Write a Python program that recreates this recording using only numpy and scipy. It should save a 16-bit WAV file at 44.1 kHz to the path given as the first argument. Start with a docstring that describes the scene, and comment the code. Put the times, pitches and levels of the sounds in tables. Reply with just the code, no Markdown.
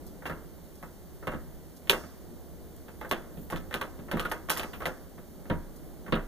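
"""A low room rumble and microphone hiss, then a hand twists a brass knob and tugs at a stuck wooden door.
Rumble, hiss and skin are shaped stereo noise. Lone ticks sound the knob only; every other contact mixes
leaf, veneer, lock case, bolt and knob: filtered blows with echoes and chatter, plus decaying sine modes.
Tugs also drive the bolt onto the strike plate, and the latch spring twangs as decaying sines."""
import sys
import numpy as np
from scipy import signal
from scipy.fft import rfft, irfft, next_fast_len
from scipy.io import wavfile
from scipy.ndimage import map_coordinates

SR = 44100
rng = np.random.default_rng(int(sys.argv[2]) if len(sys.argv) > 2 else 0)


def to_wav(sig):
    """Store sig (one row per channel, or 1-D mono) as 16-bit WAV at the path in sys.argv[1].

    Samples outside -1..1 are clipped; the rate is SR.
    """
    pcm = np.clip(np.atleast_2d(sig), -1, 1) * 32767
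    pcm = np.round(pcm).astype(np.int16)
    wavfile.write(sys.argv[1], SR, pcm.T)  # frames by channels


N = 276506  # samples in the scene
T_S = np.arange(int(.5 * SR)) / SR  # time axis of one contact
ONSET = int(.02 * SR)  # samples in the onset of a blow


def amp(db):
    """Decibels to amplitude."""
    return 10 ** (np.asarray(db) / 20)


def unit(x):
    """Scale to rms 1."""
    return x / np.sqrt(np.mean(x ** 2) + 1e-20)


def struck(x):
    """Scale a blow to rms 1 over its onset."""
    return x / np.sqrt(np.mean(x[..., :ONSET] ** 2) + 1e-20)


def along(points, hz):
    """Interpolate (Hz, value) points on a log frequency axis."""
    point_hz, values = np.transpose(points)
    return np.interp(np.log(hz + 1), np.log(point_hz + 1), values)


def wobble(rate_hz):
    """Smooth random curve with rate_hz knots a second."""
    knots = rng.standard_normal(int(N * rate_hz / SR) + 4)
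    return map_coordinates(knots, [np.arange(N) * rate_hz / SR])


def filtered(x, response):
    """Multiply the zero-padded spectrum of x by a response of frequency."""
    n = x.shape[-1]
    m = 2 * next_fast_len(n // 2 + 4096)
    return irfft(rfft(x, m) * response(np.fft.rfftfreq(m, 1 / SR)), m)[..., :n]


def body(spectrum):
    """Minimum-phase response with this magnitude, by folding the cepstrum."""
    def response(hz):
        cepstrum = irfft(np.log(amp(along(spectrum, hz))))
        half = len(cepstrum) // 2
        folded = np.r_[cepstrum[0], 2 * cepstrum[1:half]]
        return np.exp(rfft(folded, 2 * half))
    return response


def resonances(modes):
    """Sum of second-order band-pass resonances with alternating signs."""
    def response(hz):
        total = 0
        for k, (centre_hz, width_hz, db) in enumerate(modes):
            loss = 1j * hz * width_hz
            total = total + (-1) ** k * amp(db) * loss / (centre_hz ** 2 - hz ** 2 + loss)
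        return total
    return response


# stereo width: (frequency [Hz], side minus mid [dB], before apart_db)
STEREO_WIDTH = [(25, -5.5), (75, 3.5), (150, -5.5), (300, -7.5), (600, -10.5), (2000, -17), (10000, -6)]


def pair(count, apart_db):
    """Stereo noise whose side-to-mid ratio varies with frequency."""
    mid, side = rng.standard_normal((2, count))
    side = filtered(side, lambda hz: amp(along(STEREO_WIDTH, hz) + apart_db))
    return unit(np.array([mid + side, mid - side]))


def ringing(modes, spread_db):
    """Decaying sine modes with random strength, sign, slight detuning and slight channel imbalance."""
    hz, db, t60_s = np.transpose(modes)[:, :, None]
    hz = hz * (1 + .011 * rng.standard_normal(hz.shape))  # the grip detunes them
    strength_db = db + spread_db * rng.standard_normal(hz.shape)
    level_db = strength_db + 0.4 * rng.standard_normal((2, len(hz), 1))
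    signs = rng.choice([-1, 1], hz.shape)
    waves = signs * amp(-60 * T_S / t60_s) * np.sin(2 * np.pi * hz * T_S)
    attack = 1 - np.exp(-T_S * hz.min())
    ring = amp(level_db[..., 0]) @ waves * attack
    return ring / np.sqrt(np.mean(ring[:, :3 * ONSET] ** 2))


def add(track, s, sound):
    """Mix a sound in at time s."""
    start = round(s * SR)
    track[:, start:start + len(T_S)] += sound[:, :max(N - start, 0)]


# floor noise: (frequency [Hz], relative level [dB])
FLOOR_SPECTRUM = [(20, -6), (50, -3), (78, 0.5), (112, -13.5), (160, -3), (330, -6.5), (600, -11),
                  (1000, -21), (1700, -26.5), (3000, -31), (7000, -31.5), (11000, -31), (14500, -26.5),
                  (15500, -32)]
# room standing waves: (frequency [Hz], width [Hz], relative level [dB])
ROOM_MODES = [(69.4, 12.6, 1), (154, 9.2, 2), (173, 5.5, 4), (216.4, 3.8, -13.5), (315, 29, -4),
              (377.7, 23, -1.5)]
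# rumble swell, taken relative to its median: (time [s], level [dB])
RUMBLE_SWELL = [(0.0, -49), (0.77, -53.5), (4.8, -48.5), (4.98, -52.5), (6.13, -49.5), (6.27, -53)]


def background():
    """Wavering rumble coloured by the room's standing waves, under steady microphone hiss."""
    floor = amp(-47.0) * unit(filtered(pair(N, apart_db=3), body(FLOOR_SPECTRUM)))
    rumble = filtered(floor, lambda hz: 1 / (1 + (hz / 1200) ** 4))
    hiss = floor - rumble
    drone = amp(-54.5) * unit(filtered(pair(N, apart_db=2.0), resonances(ROOM_MODES)))
    s, db = np.transpose(RUMBLE_SWELL)
    swell_db = np.interp(np.arange(N) / SR, s, db - np.median(db)) + 0.54 * wobble(6.1)
    return amp(swell_db) * (rumble + drone) + hiss


# first echoes: (delay [s], level [dB])
WALL_ECHOES = [(.0024, -21.5), (.0057, -18.5), (.0083, -17), (0.017, -13.5)]
# decay of door and frame, before damping: (frequency [Hz], t60 [s])
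NEAR_T60 = [(100, 0.64), (400, 0.24), (1400, 0.16), (3500, 0.13), (12000, 0.054)]
# decay of the room: (frequency [Hz], t60 [s])
ROOM_T60 = [(100, 0.94), (500, 0.84), (2000, 0.53), (5000, 0.85), (12000, 0.32)]


def strike(blow_db, room_db, chatter_db, damping):
    """Direct blow and first echoes, then uneven chatter in the frame and the room's answer."""
    blow = np.zeros(len(T_S))
    blow[0] = 1
    for delay_s, db in WALL_ECHOES:
        blow[int(abs(delay_s + rng.normal(0, .0002)) * SR)] += amp(db)
    hz, frame_s, noise = signal.stft(pair(len(T_S), apart_db=3.0), SR, nperseg=256)
    near = amp(-60 * frame_s / along(NEAR_T60, hz)[:, None]) ** damping
    room = amp(room_db - 60 * frame_s / along(ROOM_T60, hz)[:, None])
    scatter = signal.istft(noise * np.hypot(near, room), SR, nperseg=256)[1][:, :len(T_S)]
    # loose parts bounce: early sound comes in clumps about 1 ms long
    knots_s = T_S[::48]
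    clumps = np.interp(T_S, knots_s, rng.standard_normal(len(knots_s)))
    scatter = scatter * amp(chatter_db * clumps * np.exp(-T_S / 0.045))
    scatter = scatter * (1 - np.exp(-T_S / 0.00052))
    return amp(blow_db) * blow + struck(scatter) / np.sqrt(ONSET)


# knob colour: (frequency [Hz], relative level [dB])
KNOB_SPECTRUM = [(3300, -27), (4700, -6.5), (5400, -5), (6400, -7.5), (7600, -7), (9200, -4.5), (10400, -7),
                 (12000, 3.5), (13000, -13), (14200, 1.5), (15300, -15)]
# brass knob modes: (frequency [Hz], relative level [dB], t60 [s])
KNOB_MODES = [(3400, -2, 0.31), (4060, 0.5, 0.18), (6870, -28, 0.13), (8830, -2, 0.16), (11330, 2, .08),
              (11800, -3, 0.132), (13800, -4, 0.079)]


def knob_tick(blow_db):
    """Thin brass shell ticks on its spindle and rings briefly."""
    hit = strike(blow_db - 16, room_db=-15.0, chatter_db=6.5, damping=0.63)
    tick = struck(filtered(hit, body(KNOB_SPECTRUM)))
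    return struck(tick + amp(-15.0) * ringing(KNOB_MODES, spread_db=4))


# case colour: (frequency [Hz], relative level [dB])
CASE_SPECTRUM = [(350, -32.5), (620, -1), (740, -0.5), (860, -3), (980, -1.5), (1130, 1.5), (1300, 0),
                 (1550, 2.5), (1850, -1.5), (2150, -4.5), (2450, -16), (3300, -37.5)]
# lock case modes: (frequency [Hz], relative level [dB], t60 [s])
CASE_MODES = [(610, -9.5, 0.41), (719, -6, 0.076), (870, 2, 0.11), (956, -3.5, 0.26), (1110, -0.5, 0.075),
              (1130, 1, 0.1), (1272, 1.5, 0.18), (1373, -5.5, 0.23), (1522, 2, 0.062), (1807, 6.5, 0.051),
              (1984, 5, 0.032), (2200, 0, 0.062), (2680, -3, 0.21)]


def case_knock(pitch_hz, blow_db):
    """Lock case clacks in its pocket; the point of contact favours modes near one pitch."""
    hit = strike(blow_db - .5, room_db=-15.0, chatter_db=-1.0, damping=0.9)
    knock = struck(filtered(hit, body(CASE_SPECTRUM)))
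    modes = []
    for hz, db, t60_s in CASE_MODES:
        favour = np.exp(-(np.log(hz / pitch_hz) / .06) ** 2)
        modes.append((hz, db + 11 * favour, t60_s))
    return struck(knock + amp(-5) * ringing(modes, spread_db=3))


# veneer colour: (frequency [Hz], relative level [dB])
VENEER_SPECTRUM = [(120, -23), (290, -5.5), (380, -4.5), (530, -2.5), (680, -5.5), (1300, -46.5)]
# modes of the veneer around the lock: (frequency [Hz], relative level [dB], t60 [s])
VENEER_MODES = [(307.6, -3, 0.31), (340.5, -3.5, 0.27), (386, -4.5, 0.22), (408.3, 0.5, 0.2),
                (501, -4, 0.29), (519.3, 6, 0.17)]


def veneer_knock():
    """Thin wooden skin gives a hollow knock."""
    hit = strike(-0.6, room_db=-21, chatter_db=2.5, damping=1.0)
    knock = struck(filtered(hit, body(VENEER_SPECTRUM)))
    return amp(-0.5) * knock + amp(-7.0) * ringing(VENEER_MODES, spread_db=3.0)


# leaf colour: (frequency [Hz], relative level [dB])
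LEAF_SPECTRUM = [(30, -13.5), (80, 0), (112, -6.5), (160, -6.5), (250, 1.5), (340, -2), (700, -58.5)]
# door leaf modes: (frequency [Hz], relative level [dB], t60 [s])
LEAF_MODES = [(80.7, -9.5, 0.14), (151.4, -6, 0.16), (168.9, -5.5, 0.19), (223.7, -5.5, 0.19),
              (246, -12, 0.16)]


def leaf_boom():
    """Leaf booms against its frame; the whole door sways on its hinges near 30 Hz."""
    hit = strike(0.94, room_db=-39.0, chatter_db=8.0, damping=1.0)
    panel = struck(filtered(hit, body(LEAF_SPECTRUM)))
    modes = ringing(LEAF_MODES, spread_db=1.5)
    sway_hz = 30 * (1 + .1 * rng.normal())
    sway = np.sin(2 * np.pi * sway_hz * T_S) * (1 - np.exp(-T_S / 0.016)) * amp(-60 * T_S / 0.8)
    return amp(-1.5) * panel + amp(-3.5) * modes + amp(-3) * sway


# bolt resonances: (frequency [Hz], width [Hz], relative level [dB])
BOLT_RESONANCES = [(2563, 400, 7.5), (3635, 920, 7), (3900, 340, -27), (4330, 1200, -24), (9100, 800, 9),
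                   (14370, 510, -1)]
# modes of the jamb behind the strike plate: (frequency [Hz], relative level [dB], t60 [s])
JAMB_MODES = [(365.3, -16.5, 0.34), (394.4, 1, 0.11)]
BOLT_ROOM_DB = -28  # buried in the door, so the room barely answers


def bolt_ring(blow_db):
    """Sprung bolt rings for a few cycles and shakes the jamb; stronger first blows reach its high modes."""
    # (frequency [Hz], level [dB])
    contact_spectrum = [(800, -32), (2400, 17.5), (4600, 5.0), (7500, -7.0 + 0.59 * blow_db)]
    hit = strike(blow_db + 5.0, room_db=BOLT_ROOM_DB, chatter_db=6.0, damping=0.89)
    crack = filtered(hit, body(contact_spectrum))
    jamb = ringing(JAMB_MODES, spread_db=1.5)
    return struck(filtered(crack, resonances(BOLT_RESONANCES))) + amp(-15.5) * jamb


def contact(shares_db, pitch_hz):
    """One contact sounds leaf, veneer, case, bolt and knob together."""
    leaf_db, veneer_db, case_db, bolt_db, knob_db, blow_db = shares_db
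    wood = amp(leaf_db) * leaf_boom() + amp(veneer_db) * veneer_knock()
    metal = amp(case_db) * case_knock(pitch_hz, blow_db) + amp(bolt_db) * bolt_ring(blow_db)
    return wood + metal + amp(knob_db) * knob_tick(blow_db)


# knob alone ticks under the fingers: (time [s], level [dB])
TICKS = [(0.0647, -54.5), (0.754, -59), (1.763, -57.5), (2.762, -59.5), (3.092, -52.5), (4.2954, -53),
         (5.7601, -58)]
TICK_BLOW_DB = -4
# the four contact tables: (time [s], strength [dB], hardness [dB], favoured case pitch [Hz])
# spindle takes up its slack and clacks in the lock case
CLACKS = [(.221, -48, -8.5, 1370), (.2553, -35, 2.5, 1530), (1.2269, -46.5, -13, 1240),
          (1.317, -40.5, -5.5, 1240), (1.929, -30, -10, 1090), (2.8815, -50, 5, 880),
          (3.012, -39, -1.5, 880), (3.0472, -41.5, -4, 1450), (3.71, -42.5, 4, 1430), (3.727, -42, 9, 1970),
          (3.8124, -31.5, 8.5, 1060), (4.0835, -46.5, -9, 1410), (4.1707, -35.5, 3, 1170),
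          (4.2505, -35, 7.5, 1330), (4.487, -36, 1, 1110), (4.7329, -44, 13.5, 1950), (4.804, -42, 0, 1120),
          (4.82, -36.5, -0.5, 1240), (4.868, -36.5, -11, 860), (6.063, -47, -1, 1420),
          (6.1546, -33, -10, 1320)]
# loose knob rattles on its spindle
RATTLES = [(.2645, -48, -2, 1250), (3.5012, -42, -2.5, 870), (4.3151, -32, -4.5, 880),
           (4.497, -39.5, 11, 1560), (4.502, -29.5, 0.5, 1540), (4.565, -40.5, -7, 2000),
           (4.5728, -37.5, 2.5, 1140)]
# tugged door thuds against its latch
THUDS = [(0.2972, -37, 4.5, 1330), (0.8277, -44, 6.5, 1220), (1.2713, -32.5, 5.5, 1100),
         (1.3351, -43, -4, 1270), (2.036, -50, 1, 1270), (3.371, -60, -27, 800), (3.5241, -35, 3.5, 1100),
         (3.989, -55.5, -15.5, 800), (4.134, -39, -11.5, 950), (5.18, -52.5, -3, 870),
         (5.454, -54, -1, 880), (5.4996, -33, -6.5, 960), (6.079, -47, -3, 1140), (6.1236, -28.5, -4, 1020)]
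# sprung bolt snaps against its stop
SNAPS = [(1.8729, -50.5, 1.5, 2080), (1.8968, -26, 11, 1920), (3.1125, -26.5, -1, 1120),
         (3.5608, -41.5, 0.5, 1270), (3.7411, -32.5, 2, 1510), (4.114, -33, -3, 1500),
         (4.1961, -33.5, 2, 1190), (4.5959, -35.5, 2.5, 1210), (4.6323, -37, -2, 1950),
         (4.8559, -30, -1, 1990)]
# part levels at zero hardness: (leaf [dB], veneer [dB], case [dB], bolt [dB], knob [dB], first blow [dB])
CLACK_DB = (-16.5, -7, -1.67, -16, -19.5, -11)
RATTLE_DB = (-23.5, -9, -0.2, -6.5, -3.5, -2)
THUD_DB = (0, -2.5, -0.97, -17.5, -29.5, -11)
SNAP_DB = (-15, -6.5, -1.86, -5.5, -11.5, -2)
# change of those levels with hardness: (leaf, veneer, case, bolt, knob, first blow), all [dB per dB]
CLACK_TILT = (-.1, -0.28, 0.031, 0.82, 0.5, -0.15)
RATTLE_TILT = (1.3, -0.12, -0.16, 0.95, 1.1, 0.29)
THUD_TILT = (-0.66, -0.41, -0.022, -0.58, 2.1, 0.99)
SNAP_TILT = (0.11, -0.16, 0.049, 1.14, 0.71, .3)


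def lock():
    """Lone knob ticks, and contacts whose mix of parts depends on kind and hardness."""
    out = np.zeros((2, N))
    for s, db in TICKS:
        add(out, s, amp(db) * knob_tick(TICK_BLOW_DB))
    kinds = [(CLACKS, CLACK_DB, CLACK_TILT), (RATTLES, RATTLE_DB, RATTLE_TILT),
             (THUDS, THUD_DB, THUD_TILT), (SNAPS, SNAP_DB, SNAP_TILT)]
    for events, base_db, tilt in kinds:
        for s, strength_db, hardness_db, pitch_hz in events:
            shares_db = np.array(base_db) + hardness_db * np.array(tilt)
            add(out, s, amp(strength_db) * contact(shares_db, pitch_hz))
    return out


SLAM_DB, SLAM_BLOW_DB = -36.5, -12.5  # level in the strongest tug; first blow
SLAM_DB_PER_DB = 2.66  # loss per dB of a weaker tug


def strike_plate():
    """Each tug drives the bolt onto the strike plate; weaker tugs fade out steeply."""
    out = np.zeros((2, N))
    strongest_db = max(row[1] for row in THUDS)
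    for s, strength_db, _, _ in THUDS:
        slam_db = SLAM_DB + SLAM_DB_PER_DB * (strength_db - strongest_db)
        add(out, s, amp(slam_db) * bolt_ring(SLAM_BLOW_DB))
    return out


# skin sliding on the brass: (time [s], 1/e half-length [s], level before flutter [dB])
SLIDES = [(1.445, 0.072, -70), (3.02, .04, -65.5), (3.42, .07, -57.5), (4.773, .05, -57),
          (5.87, 0.021, -64)]
# skin colour: (frequency [Hz], relative level [dB])
SKIN_SPECTRUM = [(3000, -36), (9000, -15.5), (13000, -11), (14300, 1), (15500, -19)]


def hand():
    """Skin hisses faintly as the grip shifts: fluttering noise in Gaussian swells."""
    t = np.arange(N) / SR
    grip = np.zeros(N)
    for s, length_s, db in SLIDES:
        grip += amp(db) * np.exp(-((t - s) / length_s) ** 2)
    flutter = amp(2 * wobble(60))
    return grip * flutter * unit(filtered(pair(N, apart_db=-1.0), body(SKIN_SPECTRUM)))


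# latch spring twangs: (time [s], level before attack [dB], pitch [Hz], t60 [s])
TWANGS = [(4.1971, -36, 1245, 0.44), (4.2545, -21, 1427, 0.053)]
TWANG_ATTACK_S = 0.0012


def spring():
    """Latch spring rings as a decaying sine, one fixed pitch per twang."""
    out = np.zeros((2, N))
    for s, db, hz, t60_s in TWANGS:
        envelope = amp(db - 60 * T_S / t60_s) * (1 - np.exp(-T_S / TWANG_ATTACK_S))
        ring = envelope * np.sin(2 * np.pi * hz * T_S)
        add(out, s, ring[None])
    return out


def scene():
    """Room, lock, hand and spring together."""
    return background() + lock() + strike_plate() + hand() + spring()


# phase by which the right channel leads: (frequency [Hz], phase [rad])
RIGHT_LEAD = [(0, 0), (1400, 0), (2000, 1), (2550, 3.1), (3200, 6.1), (4300, 6.3), (5150, 3.2), (6100, 6.1),
              (6800, 6.4), (7700, 9.4), (9200, 12.6), (15400, 28.5)]
BAND_LIMIT_HZ = 15550


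def record(dry):
    """Channels part in phase towards the treble, highest peaks are rounded, the band is limited."""
    def phase_split(hz):
        lead_rad = np.interp(hz, *np.transpose(RIGHT_LEAD))
        return np.exp(.5j * np.outer([-1, 1], lead_rad))
    wide = filtered(dry, phase_split) * amp([[-.6], [.6]])  # left, right gain in dB
    rounded = wide / (1 + np.abs(wide / .95) ** 6) ** (1 / 6)
    return filtered(rounded, lambda hz: hz < BAND_LIMIT_HZ)


dry = scene()
out = record(dry)
to_wav(out)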